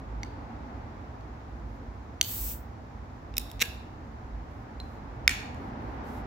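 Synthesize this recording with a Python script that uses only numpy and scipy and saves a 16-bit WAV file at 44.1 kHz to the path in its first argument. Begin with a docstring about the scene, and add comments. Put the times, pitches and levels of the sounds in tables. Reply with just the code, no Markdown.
"""Opening a can by a wall at night

An aluminium drink can is opened slowly by hand, close to a spaced pair of microphones.
The tab ticks, a sleeve brushes, the seal cracks and gas hisses out; the score line tears in a run
of snaps and the flap pops down. Each crack comes back off a concrete wall and dies in a short
bright tail. Behind the can, road traffic rumbles and two cars pass on roaring tyres."""
import sys
import numpy as np
from scipy import signal
from scipy.fft import rfft, irfft, next_fast_len
from scipy.io import wavfile
from scipy.ndimage import uniform_filter1d

SR = 44100
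rng = np.random.default_rng(int(sys.argv[2]) if len(sys.argv) > 2 else 0)


def inscribe(sig):
    """Save sig as 16-bit PCM at rate SR to the path in sys.argv[1].

    A 1-D sig is mono; a 2-D sig holds one channel per row.
    Samples are clipped to [-1, 1] before scaling.
    """
    pcm = np.round(np.clip(np.atleast_2d(sig).T, -1, 1) * 32767)
    wavfile.write(sys.argv[1], SR, pcm.astype(np.int16))


N = 276066
TIME = np.arange(N) / SR
MIC_SPACING_M = 0.2
POP_S = 3.6198   # the flap breaks through


def from_db(db):
    """Decibels to gain."""
    return 10 ** (np.asarray(db) / 20)


def rms_one(x):
    """Scale to an rms of 1."""
    return x / np.sqrt(np.mean(x ** 2) + 1e-30)


def swells(strokes, edge_s):
    """Gain over time of strokes that each rise and fade around their middle."""
    return sum(from_db(db) * np.clip((length / 2 - np.abs(TIME - s)) / edge_s + .5, 0, 1)
               for s, length, db in strokes)


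def at_hz(points, hz):
    """Read a table on a log-frequency axis."""
    table_hz, value = np.transpose(points)
    return np.interp(np.log(np.maximum(hz, 1)), np.log(table_hz), value)


def band(x, low_hz, high_hz, order=3):
    """Causal band-pass."""
    return signal.sosfilt(signal.butter(order, [low_hz, high_hz], "band", fs=SR, output="sos"), x)


def add(track, s, sound):
    """Mix a sound into the track at a time."""
    at = round(s * SR)
    track[:, at:at + sound.shape[-1]] += sound[:, :N - at]


def panned(x, right_db):
    """Lean a sound towards the right microphone."""
    return x * from_db([[-right_db / 2], [right_db / 2]])


def noise(spectrum, direct=0, count=N):
    """Coloured noise at the pair: a direct share alike in both, the rest arriving from all round."""
    size = next_fast_len(count)
    hz = np.maximum(np.arange(size // 2 + 1) * SR / size, 1)
    # the colour falls away steeply past both ends of its table
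    skirts = np.minimum(1, np.minimum(hz / spectrum[0][0], spectrum[-1][0] / hz)) ** 6
    diffuse = np.sinc(2 * hz * MIC_SPACING_M / 343)
    alike = np.clip(direct + (1 - direct) * diffuse, -1, 1)
    mid, side = rfft(rng.standard_normal((2, size))) * from_db(at_hz(spectrum, hz)) * skirts
    left_right = np.sqrt(1 + alike) * mid + np.sqrt(1 - alike) * side * [[1], [-1]]
    return rms_one(irfft(left_right, size)[:, :count])


def resonant(hz, width_hz, channels=2):
    """Noise through one resonance, with an rms of 1."""
    white = rng.standard_normal((channels, N))
    return rms_one(band(white, hz - width_hz / 2, hz + width_hz / 2, order=2))


def evened(x, over_s=0.43):
    """Take the slow chance swings out of a noise."""
    return x / np.sqrt(uniform_filter1d((x ** 2).mean(axis=0), int(over_s * SR)))


# cars on the nearby road: (time when nearest [s], relative level [dB], time to fall by 3 dB [s])
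CARS = [(.55, -53, 0.51), (6.05, -47.5, 0.49)]
# traffic rumble at the wall: (frequency [Hz], relative spectral density [dB])
RUMBLE_COLOUR = [(20, -32.5), (28, -29.5), (36, -9.5), (47, -10.5), (55, -0.5), (64, 0), (80, -5.5),
                 (110, -5.5), (135, -12), (175, -16.5)]
# swells of one deep note in the rumble: (middle [s], length [s], level [dB])
BOOMS = [(.2, 0.23, -40), (.63, .13, -43), (1.72, 0.46, -44), (2.5, 0.29, -37), (3.45, .3, -40.5),
         (4.35, 0.11, -37.5), (5.25, 0.32, -43.5)]
# tyre roar from the road: (frequency [Hz], relative spectral density [dB])
TYRE_COLOUR = [(130, -15), (190, -8), (225, 1.5), (270, -1), (370, -8.5), (600, -10.5), (800, -7),
               (1250, -13), (2000, -21), (3000, -32.5), (5500, -41.5), (7500, -54.5)]


def road(far_tyres_db=-55.5, tyre_boost_db=7.0, rumble_db=-44.5, rumble_follows=0.41):
    """Traffic rumbles and booms in the concrete; tyre roar follows the distance of each car."""
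    passing = np.sqrt(sum(from_db(db) ** 2 / (1 + ((TIME - s) / width_s) ** 2)
                          for s, db, width_s in CARS))
    far = from_db(far_tyres_db)   # steady traffic further off
    roar = np.hypot(passing, far)
    rumble = from_db(rumble_db) * (roar / far) ** rumble_follows * evened(noise(RUMBLE_COLOUR))
    boom = swells(BOOMS, edge_s=.1) * evened(resonant(hz=54, width_hz=6.7, channels=1))
    tread = from_db(-3) * passing * resonant(hz=820, width_hz=160)   # near tyres sing
    tyres = from_db(tyre_boost_db) * roar * noise(TYRE_COLOUR)
    return rumble + boom, tyres + tread


# the microphones' noise floor: (frequency [Hz], relative spectral density [dB])
HISS_COLOUR = [(500, 0), (3000, 0), (5000, -1), (6500, -3), (7600, -8), (8200, -16), (11000, -15),
               (16000, -16)]


def mic_hiss(level_db=-68.5):
    """The microphones add a faint, steady hiss of their own."""
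    return from_db(level_db) * noise(HISS_COLOUR)


# modes of the lid, heard close: (frequency [Hz], relative level [dB], t60 [s])
LID_MODES = [(1530, -7.5, 0.013), (2200, -4, .011), (2860, -8.5, .009), (3230, -7.5, 0.0063),
             (3680, -4.5, 0.017), (4440, -8.5, .014), (4740, -8.5, .009), (5640, -8.5, 0.0086),
             (6640, -7, 0.015), (7420, -9.5, 0.011), (9700, -13.5, 0.0081), (11270, -6.5, 0.015),
             (12300, -5.5, 0.0071), (13260, -3.5, 0.009), (15100, -7, .008)]


def snap(band_db, notes_hz, notes_t60, crackle_db, note_db=7.0, tick_db=5.5, crackle_t60=0.015):
    """The metal gives way at once, crackles for a moment, and sets the lid ringing."""
    t = np.arange(SR // 12) / SR
    # a few notes stand out; they move with the pressure under the lid and the bend of the tab
    notes = [(hz, note_db, notes_t60) for hz in notes_hz]
    hz, mode_db, t60 = np.array(LID_MODES + notes).T[:, :, None]
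    # each mode reaches the two microphones with a strength and phase of its own
    strength_db = rng.normal(0, 1.2, (2, len(hz), 1))
    phase = rng.choice([-.55, .55], (len(hz), 1)) * np.array([1, -1])[:, None, None]
    decay = from_db(mode_db + strength_db - 60 * t / t60)
    sound = (decay * np.sin(2 * np.pi * hz * t + phase)).sum(axis=1)
    sound += from_db(crackle_db - 60 * t / crackle_t60) * rng.standard_normal((2, len(t)))
    sound[:, 0] += from_db(tick_db)
    # the place and speed of the break set the share of body, crack and edge
    edges_hz = [1600, 3000, 8500, 16000]
    parts = []
    for db, low, high in zip(band_db, edges_hz, edges_hz[1:]):
        part = band(sound, low, high, order=2)
        rms_in_5_ms = np.sqrt((part ** 2).sum(axis=1, keepdims=True) / (.005 * SR))
        parts.append(from_db(db) * part / rms_in_5_ms)
    body, crack, edge = parts
    return body - crack + edge   # the middle band is inverted so the three join without a notch


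# single snaps of tab and lid, close to the pair: (time [s], body [dB], crack [dB], edge [dB],
# notes [Hz], t60 of the notes [s], extra level thrown at the wall [dB])
SNAPS = [(0.2322, -38.5, -40, -67, (2140, 4540, 5860), 0.018, -1), (1.2095, -80, -63, -86, (1900, 4400),
         0.01, 0), (2.2125, -26.5, -18, -29.5, (3150, 4430, 6160), 0.011, -1),
         (3.3401, -54.5, -56, -80, (2700, 3750, 5200), 0.01, 7.5),
         (3.3685, -44.5, -34.5, -39, (2600, 3800, 5450), 0.013, 6),
         (3.381, -41.5, -27.5, -24, (2600, 5380, 13800), 0.007, -4.5),
         (3.501, -66.5, -51.5, -61.5, (2550, 3700), 0.01, 7.5), (3.515, -54, -54, -47.5, (3400, 5400),
         0.007, -1.5), (4.801, -52, -41.5, -65, (4080, 4160), 0.059, -4),
         (5.2778, -12.5, -18.5, -31, (2320, 5200), 0.0074, 3), (5.546, -59, -67, -67, (5300, 7000),
         0.01, 4)]


def lid(near_crackle_db=-6.0, thrown_crackle_db=12.0):
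    """Every snap and the pop of the flap, straight to the microphones and back off the wall."""
    near, thrown = np.zeros((2, 2, N))
    for s, *band_db, notes_hz, t60, wall_db in SNAPS + tear():
        add(near, s, snap(band_db, notes_hz, t60, near_crackle_db))
        # summed over all directions the notes stand out less from the crackle
        add(thrown, s, from_db(wall_db) * snap(band_db, notes_hz, t60, thrown_crackle_db))
    for track in (near, thrown):
        add(track, POP_S, flap_thump())
    return near + concrete(thrown)


# reflections off the concrete: (delay [s], level [dB])
WALL_ECHOES = [(0.0148, -20), (0.0169, -20.5), (0.0285, -31), (.0338, -24.5), (.127, -43)]
# decay of the reverberation beside the wall: (frequency [Hz], t60 [s])
TAIL_T60 = [(500, .75), (2200, .66), (5000, .56), (9000, .41), (15000, .33)]
# colour of that reverberation: (frequency [Hz], relative spectral density [dB])
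TAIL_COLOUR = [(400, -2.5), (1700, 0), (2100, -7), (2650, 2.5), (3150, -3), (3650, 4), (4400, 1.5),
               (5000, 0.5), (6000, -4.5), (7000, 0), (8700, -10.5), (11000, 1.5), (16000, 2.5)]


def concrete(x, tail_db=-16.0, onset_s=0.015, build_s=0.011):
    """The wall returns a few hard reflections and a diffuse tail whose treble dies first."""
    t = np.arange(SR) / SR
    edges_hz = np.geomspace(300, 17000, 11)
    tail = np.zeros((2, SR))
    for low, high in zip(edges_hz, edges_hz[1:]):
        t60 = at_hz(TAIL_T60, np.sqrt(low * high))
        tail += band(noise(TAIL_COLOUR, count=SR), low, high) * from_db(-60 * t / t60)
    build = np.clip((t - onset_s) / build_s, 0, 1)
    response = from_db(tail_db) * rms_one(tail * build) / np.sqrt(SR)
    for delay, db in WALL_ECHOES:
        # slanting arrivals reach the two microphones at slightly different times
        at = np.round((delay + rng.uniform(-.0001, .0001, 2)) * SR).astype(int)
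        response[[0, 1], at] += from_db(db)
    return signal.fftconvolve(x, response, axes=-1)[:, :N]


# brushes of the hand at the can: (middle [s], length [s], level [dB])
BRUSHES = [(1.73, .12, -79), (4.57, .16, -79.5), (4.9, .17, -74.5), (5.63, .16, -75.5), (5.89, 0.18, -77.5),
           (6.13, .16, -64)]
# rubbing cloth, heard close: (frequency [Hz], relative spectral density [dB])
CLOTH_COLOUR = [(2000, -2), (4500, -6.5), (7500, -6), (8800, -12), (11500, -4), (15500, -9)]


def sleeve():
    """Sleeve and fingers brush softly as the hand shifts."""
    return swells(BRUSHES, edge_s=0.049) * noise(CLOTH_COLOUR, direct=0.22)


# the gas jet, heard close: (frequency [Hz], relative spectral density [dB])
JET_COLOUR = [(1500, -29.5), (2600, -19), (3300, -19.5), (4600, -19.5), (5800, -14), (6900, -15),
              (7800, -8.5), (8800, -16), (9600, -14.5), (10400, -14.5), (12250, -10), (12900, -8.5),
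              (14500, -1.5), (16000, -2)]


def gas(start_s=2.215, attack_s=0.096, hold_until_s=2.517, level_db=-34.5, fall_db_per_s=273):
    """A thin, bright jet through the first slit builds, holds, and falls as the pressure runs out."""
    opening = np.clip((TIME - start_s) / attack_s, 0, 1)
    flow = opening * from_db(level_db - fall_db_per_s * np.maximum(TIME - hold_until_s, 0))
    jet = noise(JET_COLOUR, direct=.25)
    # the slit whistles faintly while it is still narrow, fading by 60 dB in 1.5 s
    narrow = from_db(-3 - 60 * np.abs(TIME - start_s) / 1.5)
    whistle = narrow * resonant(hz=12200, width_hz=450)
    return flow * (jet + whistle)


# body, crack and edge of a slip in the score line, a row each:
# (level at the pop [dB], rise before it [dB/s], fall after it [dB/s])
TEAR_BANDS = [(-24.5, 1100, 150.5), (-28, 849.5, 1001.5), (-27, 1349.5, 1601)]


def tear(start_s=3.595, end_s=3.626, count=9, crowding=0.68, jitter_s=.0004):
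    """The score line slips in a run of snaps: louder up to the pop, duller as the flap swings in."""
    notes_hz, notes_t60, wall_db = (2630, 3900, 5730), 0.0057, -2
    times = start_s + (end_s - start_s) * np.linspace(0, 1, count) ** crowding   # below 1 speeds up
    top_db, rise, fall = np.transpose(TEAR_BANDS)
    slips = []
    for s in times:
        band_db = top_db - rise * max(POP_S - s, 0) - fall * max(s - POP_S, 0)
        slips.append((s + rng.normal(0, jitter_s), *band_db, notes_hz, notes_t60, wall_db))
    return slips


# modes of the can's body, heard close: (frequency [Hz], relative level [dB], t60 [s])
CAN_MODES = [(470, -2, 0.054), (720, -2.5, 0.017), (1100, 2.5, 0.013), (1470, -3, 0.01), (1656, -4.5, 0.19)]


def flap_thump(level_db=-32):
    """The flap breaks through and draws a hollow knock from the can's wall and headspace."""
    t = np.arange(SR // 5) / SR
    hz, mode_db, t60 = np.array(CAN_MODES).T[:, :, None]
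    decay = from_db(level_db + mode_db - 60 * t / t60)
    return (decay * np.sin(2 * np.pi * hz * t)).sum(axis=0, keepdims=True)


def scene():
    """The can close by and a little to the right, the road behind, a faint hiss under all."""
    rumble, tyres = road()
    traffic = panned(rumble, right_db=2.5) + panned(tyres, right_db=0.5)
    hand = panned(sleeve(), right_db=0.3)
    hiss = mic_hiss()
    can = panned(lid(), right_db=2.0) + panned(gas(), right_db=0.3)
    return traffic + hiss + hand + can


def record(dry, ceiling=.95, cutoff_hz=15780):
    """The highest peaks are flattened and the top of the treble is cut steeply."""
    low_pass = signal.ellip(12, .1, 70, cutoff_hz, fs=SR, output="sos")
    return signal.sosfilt(low_pass, np.clip(dry, -ceiling, ceiling))


dry = scene()
out = record(dry)
inscribe(out)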